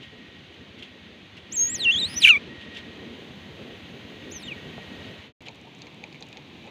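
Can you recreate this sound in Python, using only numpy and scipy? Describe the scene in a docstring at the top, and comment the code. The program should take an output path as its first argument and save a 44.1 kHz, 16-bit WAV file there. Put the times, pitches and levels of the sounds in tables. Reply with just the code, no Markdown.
"""Garden, close microphone: a small otter begs for food and scuffs the dry ground from the start.
At 1.5 s a long swooping squeal, a whistle sliding through fixed resonances, cracks into a harsh yelp.
More scuffs, a faint falling chirp at 4.3 s and a soft bump follow, all noise bursts but the chirp.
Behind are rumble, high hiss, a thin far whine of tone and noise, and a distant engine's pulsed booms.
They fade by 5.33 s; after a short gap, in quieter air, bites, crumbs and chewing ring as noise bursts."""
import sys
import numpy as np
from scipy import signal
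from scipy.fft import rfft, irfft, next_fast_len
from scipy.io import wavfile
from scipy.ndimage import uniform_filter1d

SR = 44100
rng = np.random.default_rng(int(sys.argv[2]) if len(sys.argv) > 2 else 0)


def master(y):
    """Save y as 16-bit WAV."""
    cut = np.clip(np.atleast_2d(y).T, -1, 1)
    pcm = np.round(cut * 32767)  # scale
    wavfile.write(sys.argv[1], SR, pcm.astype(np.int16))


N = 295504
TIME = np.arange(N) / SR

# Levels in the tables are taken before the trims and resonances in the functions.
# The squeal is held high, dips into a warble, climbs again and plunges: [t/s, f/Hz before any crack]
SQUEAL_PITCH = [(1.513, 5000), (1.538, 7610), (1.555, 7540), (1.573, 6380), (1.615, 6500), (1.682, 6580),
                (1.712, 7450), (1.739, 7810), (1.757, 6320), (1.797, 4270), (1.839, 3500), (1.859, 2763),
                (1.903, 2690), (1.934, 3570), (1.949, 3086), (1.961, 3390), (1.971, 3260), (2.000, 4120),
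                (2.032, 3596), (2.08, 4385), (2.105, 5050), (2.143, 4950), (2.174, 6080), (2.19, 5930),
                (2.225, 3920), (2.259, 2360), (2.286, 2302), (2.32, 1865), (2.361, 1638), (2.369, 1840),
                (2.375, 1760)]
# How hard the squeal is pushed: [t/s, level/dB]
SQUEAL_EFFORT = [(1.51, -38), (1.56, -28), (1.615, -20), (1.69, -30), (1.745, -28.5), (1.81, -25.5),
                 (1.9, -23), (1.92, -24.5), (2.055, -21.5), (2.066, -30), (2.2, -21), (2.238, -17),
                 (2.249, -9.5), (2.258, -19.5), (2.284, -15), (2.295, -17), (2.31, -15), (2.318, -23.5),
                 (2.366, -27.5), (2.378, -36.5)]
# The chirp flicks up and slides down: [t/s, f/Hz, level/dB]
CHIRP = [(4.306, 4910, -35), (4.328, 7040, -43.5), (4.342, 6440, -48), (4.366, 6150, -34),
         (4.39, 5550, -38), (4.41, 5300, -38), (4.437, 3710, -42.5), (4.467, 3650, -45.5),
         (4.488, 2900, -39), (4.505, 2730, -51), (4.521, 2460, -37.5), (4.538, 2210, -48)]
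# Fixed resonances that each harmonic slides through: [f/Hz, level/dB]
VOICE_COLOUR = [(1100, -3.5), (1700, 0.5), (2300, 4.5), (2750, 7), (3200, 0.5), (4100, -3), (4500, -15),
                (5350, -22), (5900, -5.5), (6450, 1), (7600, -3), (8800, -5), (11000, -13.5), (13500, -15),
                (15500, -14.5)]
# Rasp in the throat: [f/Hz, relative level/dB per Hz]
RASP = [(1100, -44), (1700, -22), (2400, 8), (3500, 3), (4800, -17), (6300, -6.5), (7800, -20),
        (10000, -12.5), (15500, -33)]
# Hoarse stretches: [start t/s, end t/s, roughness added (0-1)]
HOARSE = [(1.517, 1.55, 0.13), (1.772, 1.787, 0.02), (2.081, 2.158, 0.4), (2.203, 2.243, 0.4),
          (2.25, 2.294, 0.4), (4.303, 4.535, 0.06)]
# The voice cracks upward and gains tones at half pitch:
# [start t/s, end t/s, change of level/dB, half-pitch tone level/dB]
CRACKS = [(2.267, 2.274, -3, -4), (2.288, 2.383, 1.5, -11)]
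CRACK_RATIO = 1.333  # about a fourth up
CLEAR_ROUGHNESS, HOARSE_ONSET_S, VOICE_ONSET_S = 0.021, 0.015, 0.0092
RELAXED_HZ, TENSION_DB_PER_OCTAVE = 3200, 16.5  # upper harmonics brighten as the pitch rises

# Scuffs of paws and food: [peak t/s, level/dB, attack/s, 60 dB decay/s]
SCUFFS = [(.037, -36.5, 0.046, 0.21), (0.542, -34, .002, 0.029), (.792, -35, .016, 0.14),
          (0.825, -29.5, 0.0035, 0.12), (1.368, -30.5, 0.0014, 0.12), (2.615, -33.5, 0.0088, .19),
          (2.75, -32.5, .012, .17), (2.776, -28, 0.019, 0.094), (5.468, -32, 0.015, .1)]
# Grit of the scuffs: [f/Hz, relative level/dB per Hz]
SCUFF_COLOUR = [(800, -32), (1500, -1), (2100, 9.5), (3200, 18), (4800, -3.5), (6500, -8.5), (8500, -20),
                (15000, -30)]
# Bites: [t/s, level/dB, brightest f/Hz]
BITES = [(5.484, -32, 3000), (5.819, -36, 3970), (5.869, -34.5, 2400), (6.039, -34.5, 2540),
         (6.127, -41.5, 3600), (6.145, -41, 2400), (6.158, -44, 2400), (6.207, -46, 6400),
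         (6.225, -35.5, 3660), (6.328, -36.5, 3100), (6.371, -35, 2900), (6.675, -39.5, 2100)]
# Resonances of the cracking food: [f/Hz, width/Hz, level/dB]
CRACK_MODES = [(2340, 540, -1), (3860, 1060, -3.5), (6400, 870, -4)]
BITE_FALL_DB_PER_OCTAVE = 13.5  # away from the brightest pitch
SPLINTER_S, SPLINTER_DB = 0.006, -10  # delay and relative level
CRUMBS_PER_S, CRUMB_DB, CRUMB_SPREAD_DB = 15, -54, 3  # spread is either way
# Smacks of the jaw: [t/s, level/dB]
CHEWS = [(5.488, -47.5), (5.665, -49), (5.86, -48.5), (6.039, -47), (6.225, -51), (6.375, -50.5),
         (6.52, -68), (6.672, -46.5)]
# Resonances of the mouth: [f/Hz, width/Hz, level/dB]
MOUTH_MODES = [(473, 180, -4), (816, 140, -3.5)]
# Soft bump on the ground, one row: [t/s, level/dB, 60 dB decay/s]
BUMP = (4.78, -40, 0.1)

# Garden air: [t/s, rumble level/dB, hiss level/dB]
AIR = [(0, -51, -52), (1.42, -51, -52.5), (1.98, -43.5, -43.7), (2.22, -44.5, -44), (2.42, -46.8, -48.5),
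       (3.5, -45.5, -49.6), (4.2, -46.5, -49), (5.05, -42.5, -46.3), (5.3, -49, -50.5)]
# Low rumble: [f/Hz, relative level/dB per Hz]
RUMBLE = [(41, -47), (70, -11), (91, -1), (119, -4.5), (227, 2), (300, -3), (419, -4.5), (600, -10.5),
          (733, -13.5), (1090, -18), (1230, -27.5), (1700, -34.5), (2210, -34), (3740, -120)]
# The rumble grows fuller in its upper part: [t/s, change of level/dB]
RUMBLE_BODY = [(2.4, -2), (2.9, 1)]
BODY_HZ, BODY_WIDTH_HZ = 438, 99
# Parts of the rumble that swell and sink on their own: [f/Hz]
LUMP_HZ = (125.7, 242, 427)
LUMP_DEPTH, LUMPS_PER_S = 0.37, 5.9
# High hiss: [f/Hz, relative level/dB per Hz]
HISS = [(1100, -9.5), (1500, -6.5), (2100, -2.5), (3100, -0.5), (3900, -5), (4700, -15.5), (5400, -22.5),
        (6300, -21), (7500, -31.5), (10000, -39)]
# Faint air at the very top: [f/Hz, relative level/dB per Hz]
TOP_AIR = [(5000, -21), (6300, 11.5), (8000, -4), (11500, -4), (15500, -3)]
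# Its course: [t/s, level/dB]
TOP_LEVEL = [(1.6, -80), (2.1, -73), (2.55, -80), (3.15, -72.5), (5.1, -70), (5.3, -77)]
# The far whine swells now and then: [start t/s, end t/s, level/dB]
WHINE_SWELLS = [(-.1, .33, -63), (1.623, 2.25, -49.5), (2.42, 2.964, -53.5), (4.204, 5.15, -58.5)]
WHINE_HZ, WHINE_WIDTH_HZ, WHINE_REST_DB, WHINE_RAMP_S = 1889, 23, -62.5, 0.3
FIRING_HZ = 9.58
ENGINE_DB, ENGINE_FOLLOWS = -57, 1.3  # level at mean hiss; dB for each dB that the hiss swells
# Quieter place where it eats: [f/Hz, relative level/dB per Hz]
FEEDING_AIR = [(30, -42), (70, -4.5), (130, 5), (300, 1.5), (550, -7.5), (900, -10), (1450, -17.5),
               (2400, -7.5), (3800, -11), (5200, -28), (6400, -27), (8000, -39.5), (10500, -44),
               (15500, -44)]
FEEDING_AIR_DB = -47
FADE_S, SILENT_S, RESUME_S = 5.255, 5.325, 5.406
CUTOFF_HZ = 15500


def voice(melody, effort_db, jitter, octave_db, upper_db, step_db, rasp_db,
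          beat_hz=560, beat_depth=0.35, half_step_db=-10.5, rough_jitter=0.048,
          shimmer=0.02, strain_db=8, rasp_follows=0.62):
    """A nearly pure whistle sliding through fixed resonances; under strain the folds beat, rasp and crack."""
    hoarse = sum(r * gate(start, end, HOARSE_ONSET_S) for start, end, r in HOARSE)
    rough = np.clip(CLEAR_ROUGHNESS + hoarse, 0, 1)
    pitch = uniform_filter1d(in_time(melody)[0], size=300)
    sounding = gate(melody[0][0], melody[-1][0] + VOICE_ONSET_S / 2, VOICE_ONSET_S)
    level = from_db(effort_db + 1.2 * drift(100)) * sounding

    half = 0
    for start, end, change_db, half_db in CRACKS:
        cracked = gate(start, end, 0.002)
        pitch = pitch * CRACK_RATIO ** cracked
        level = level * from_db(change_db * cracked)
        half = half + from_db(half_db) * cracked

    rough_wobble = drift(160) + 2.0 * rough * drift(900)
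    wobble = jitter * drift(140) + rough_jitter * rough * rough_wobble
    phase = 2 * np.pi * np.cumsum(pitch * (1 + wobble)) / SR

    # (multiple of the pitch, gain): harmonics, then the lines midway between them as the period doubles
    octave = from_db(octave_db + strain_db * rough + 2.0 * drift(80))
    tension_db = TENSION_DB_PER_OCTAVE * np.log2(pitch / RELAXED_HZ)
    upper = from_db(upper_db + tension_db + 2 * drift(60))
    partials = [(1, 0.98), (2, octave)]
    partials += [(k + 3, upper * from_db(step_db * k)) for k in range(3)]
    partials += [(k + 0.5, half * from_db(half_step_db * abs(k - 0.6))) for k in range(5)]
    tone = np.zeros(N)
    for multiple, gain in partials:
        hz = multiple * pitch
        tone += gain * colour(hz) * (hz < SR / 2) * np.sin(multiple * phase)

    # the two folds fall out of step and beat at an unsteady rate
    beat = np.sin(2 * np.pi * np.cumsum(beat_hz * (1 + 0.41 * drift(200))) / SR)
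    flutter = 1 + rough * (beat_depth * beat + 0.4 * drift(300)) + shimmer * drift(900)
    rasp = from_db(rasp_db) * rough * colour(pitch) ** rasp_follows * noise(RASP)
    return level * flutter * (np.sqrt(2) * tone + rasp)


def colour(hz):
    """Gain of the voice's resonances at a frequency."""
    points, db = np.transpose(VOICE_COLOUR)
    return from_db(np.interp(hz, points, db))


def scuffs(grains_per_s=300, level_db=-9, grain_db=2):
    """Each scuff is a short spill of gritty grains: noise that rises, falls and flickers."""
    envelope = np.zeros(N)
    for s, db, attack, decay in SCUFFS:
        rise = (TIME < s) * np.clip(1 + (TIME - s) / attack, 0, 1)
        envelope += from_db(db) * (rise + burst(s, decay))
    grit = rms_one(noise(SCUFF_COLOUR) * from_db(grain_db * drift(grains_per_s)))
    return from_db(level_db) * envelope * grit


def bites(crack_s=0.012, level_db=8):
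    """Each bite is a crack and a weaker splinter that ring the food's three broad resonances."""
    out = np.zeros(N)
    splinter = from_db(SPLINTER_DB)
    cracks = [burst(s, crack_s) + splinter * burst(s + SPLINTER_S, crack_s) for s, _, _ in BITES]
    for hz, width_hz, mode_db in CRACK_MODES:
        envelope = np.zeros(N)
        for (_, db, bright_hz), crack in zip(BITES, cracks):
            octaves_away = abs(np.log2(hz / bright_hz))
            envelope += from_db(db - BITE_FALL_DB_PER_OCTAVE * octaves_away) * crack
        struck = envelope * narrow_noise(hz, 2 * width_hz)
        out += from_db(mode_db + level_db) * resonate(struck, hz, width_hz)
    return out


def crumbs(decay_s=0.011):
    """Bits of shell give way at random while the otter eats: tiny bursts in the food's resonances."""
    eating_s = N / SR - RESUME_S
    envelope = np.zeros(N)
    for when, size in rng.random((int(CRUMBS_PER_S * eating_s), 2)):
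        db = CRUMB_DB + CRUMB_SPREAD_DB * (2 * size - 1)
        envelope += from_db(db) * burst(RESUME_S + when * eating_s, decay_s)
    return envelope * sum(from_db(db) * narrow_noise(hz, 2 * width_hz) for hz, width_hz, db in CRACK_MODES)


def chewing(smack_s=0.021, opening_per_s=5):
    """Each smack stirs the hollow of the mouth, whose resonances rise as the jaw opens."""
    out = np.zeros(N)
    hollow = sum(from_db(db) * narrow_noise(hz, width_hz) for hz, width_hz, db in MOUTH_MODES)
    for s, db in CHEWS:
        near = np.abs(TIME - s) < 0.07
        age = TIME[near] - s
        # reading the noise ever faster raises its pitch
        read_at = s + age + opening_per_s * age ** 2 / 2
        out[near] += from_db(db) * np.exp(-(age / smack_s) ** 2) * np.interp(read_at, TIME, hollow)
    return out


def bump(hz=380, width_hz=600):
    """A dull knock on soft earth: a decaying burst of broad low noise."""
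    s, db, decay = BUMP
    knock = burst(s, decay) * narrow_noise(hz, width_hz)
    return from_db(db) * resonate(knock, hz, 2 * width_hz)


def outdoors(x, scatter_db=-40, t60=0.27):
    """Ground and foliage scatter a faint short tail behind the close sound."""
    age = TIME[:SR // 2]
    tail = rng.standard_normal(len(age)) * from_db(-60 * age / t60) * (age > 0.003)
    tail = tail / np.linalg.norm(tail)
    return x + from_db(scatter_db) * signal.fftconvolve(x, tail)[:N]


def garden(rumble_db=1.07, hiss_db=1, top_db=1):
    """Lumpy far rumble with the engine in it, a high hiss and a thin wavering whine."""
    rumble, hiss = in_time(AIR)
    throb = from_db(ENGINE_DB + ENGINE_FOLLOWS * (hiss - hiss.mean())) * engine()
    even = noise(RUMBLE)
    lumps = sum(LUMP_DEPTH * drift(LUMPS_PER_S) * resonate(even, hz, hz / 2) for hz in LUMP_HZ)
    body_gain = from_db(in_time(RUMBLE_BODY)[0])
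    body = (body_gain - 1) * resonate(even, BODY_HZ, BODY_WIDTH_HZ)
    low = from_db(rumble + rumble_db + 0.52 * drift(23)) * (even + lumps + body)
    high = from_db(hiss + hiss_db + 0.4 * drift(23)) * noise(HISS)
    top = from_db(in_time(TOP_LEVEL)[0] + top_db) * noise(TOP_AIR)
    return low + throb + high + top + whine()


def whine(waver_hz=11, blur_db=1):
    """A thin far tone, wavering and blurred by narrow noise, that swells and sinks back."""
    swells = sum(from_db(db) * gate(start, end, WHINE_RAMP_S) for start, end, db in WHINE_SWELLS)
    tone = np.sin(2 * np.pi * np.cumsum(WHINE_HZ + waver_hz * drift(30)) / SR)
    blur = from_db(blur_db) * narrow_noise(WHINE_HZ, 2 * WHINE_WIDTH_HZ)
    return (from_db(WHINE_REST_DB) + swells) * rms_one(tone + blur)


def engine(first_s=0.073, boom_hz=68, boom_width_hz=35, exhaust_hz=98, exhaust_width_hz=50):
    """Slow firings of a far idling engine, each a dull boom of uneven strength."""
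    firings = np.diff(np.floor((TIME - first_s) * FIRING_HZ), prepend=0) > 0
    pulses = firings * from_db(0.82 * drift(14))
    boom = resonate(pulses, boom_hz, boom_width_hz)
    return rms_one(resonate(boom, exhaust_hz, exhaust_width_hz))


def feeding_air():
    """Soft, slightly drifting noise of the quieter place where the otter eats."""
    return from_db(FEEDING_AIR_DB + 0.5 * drift(4.0)) * noise(FEEDING_AIR) * (TIME > RESUME_S)


def from_db(db):
    """Decibels to gain."""
    return 10 ** (np.asarray(db) / 20)


def rms_one(x):
    """Scale to unit power."""
    return x / np.sqrt(np.mean(np.abs(x) ** 2) + 1e-20)


def in_time(rows):
    """Each column of a curve table at every sample."""
    s, *columns = np.transpose(rows)
    return [np.interp(TIME, s, c) for c in columns]


def gate(start, end, edge):
    """1 between two times, with straight ramps of the given length centred on them."""
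    return np.clip(np.minimum(TIME - start, end - TIME) / edge + 0.5, 0, 1)


def burst(start, decay):
    """Envelope that jumps to 1 and falls 60 dB in the decay time."""
    age = TIME - start
    live = (age >= 0) & (age < 2 * decay)
    out = np.zeros(N)
    out[live] = from_db(-60 * age[live] / decay)
    return out


def drift(rate):
    """Random wander of unit spread, up to the given rate a second."""
    lowpass = signal.butter(4, rate, fs=SR, output="sos")
    slow = signal.sosfilt(lowpass, rng.standard_normal(N + SR))
    return rms_one(slow[SR:])  # the first second lets the filter settle


def noise(spectrum):
    """Unit noise with a spectrum of (f/Hz, level/dB) points, falling 24 dB an octave beyond both ends."""
    hz, db = np.transpose(spectrum)
    size = next_fast_len(N)
    octave = np.log2(np.maximum(np.fft.rfftfreq(size, 1 / SR), 1))
    points = np.log2(hz)
    outside = np.abs(octave - np.clip(octave, points[0], points[-1]))
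    gain = from_db(np.interp(octave, points, db) - 24 * outside)
    return rms_one(irfft(rfft(rng.standard_normal(size)) * gain, size)[:N])


def resonate(x, hz, width_hz):
    """A two-pole resonance with a gain of about 1 on its top."""
    r = np.exp(-np.pi * width_hz / SR)
    zeros = np.array([1, 0, -1]) * (1 - r * r) / 2
    poles = [1, -2 * r * np.cos(2 * np.pi * hz / SR), r * r]
    return signal.lfilter(zeros, poles, x)


def narrow_noise(hz, width_hz):
    """Unit noise rung twice through one resonance."""
    once = resonate(rng.standard_normal(N), hz, width_hz)
    return rms_one(resonate(once, hz, width_hz))


def scene():
    """The otter calls and scuffs in the garden, which fades out; after a short gap it is chewing."""
    squeal = voice(SQUEAL_PITCH, in_time(SQUEAL_EFFORT)[0], jitter=0.0026,
                   octave_db=-19.5, upper_db=-34, step_db=-3.5, rasp_db=-3)
    chirp = voice(CHIRP, in_time(CHIRP)[1], jitter=0.00844,
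                  octave_db=-15.5, upper_db=-25, step_db=-8, rasp_db=-9)
    eating = bites() + crumbs() + chewing()
    otter = outdoors(squeal + chirp + scuffs() + eating + bump())
    fade = np.clip((SILENT_S - TIME) / (SILENT_S - FADE_S), 0, 1)
    return (otter + fade * garden() + feeding_air())[None]


def record(dry):
    """The microphone signal: the highest peaks are clipped, then a steep low-pass cuts the top."""
    lowpass = signal.ellip(10, 0.1, 80, CUTOFF_HZ, fs=SR, output="sos")
    return signal.sosfilt(lowpass, np.clip(dry, -0.85, 0.85))


dry = scene()
out = record(dry)
master(out)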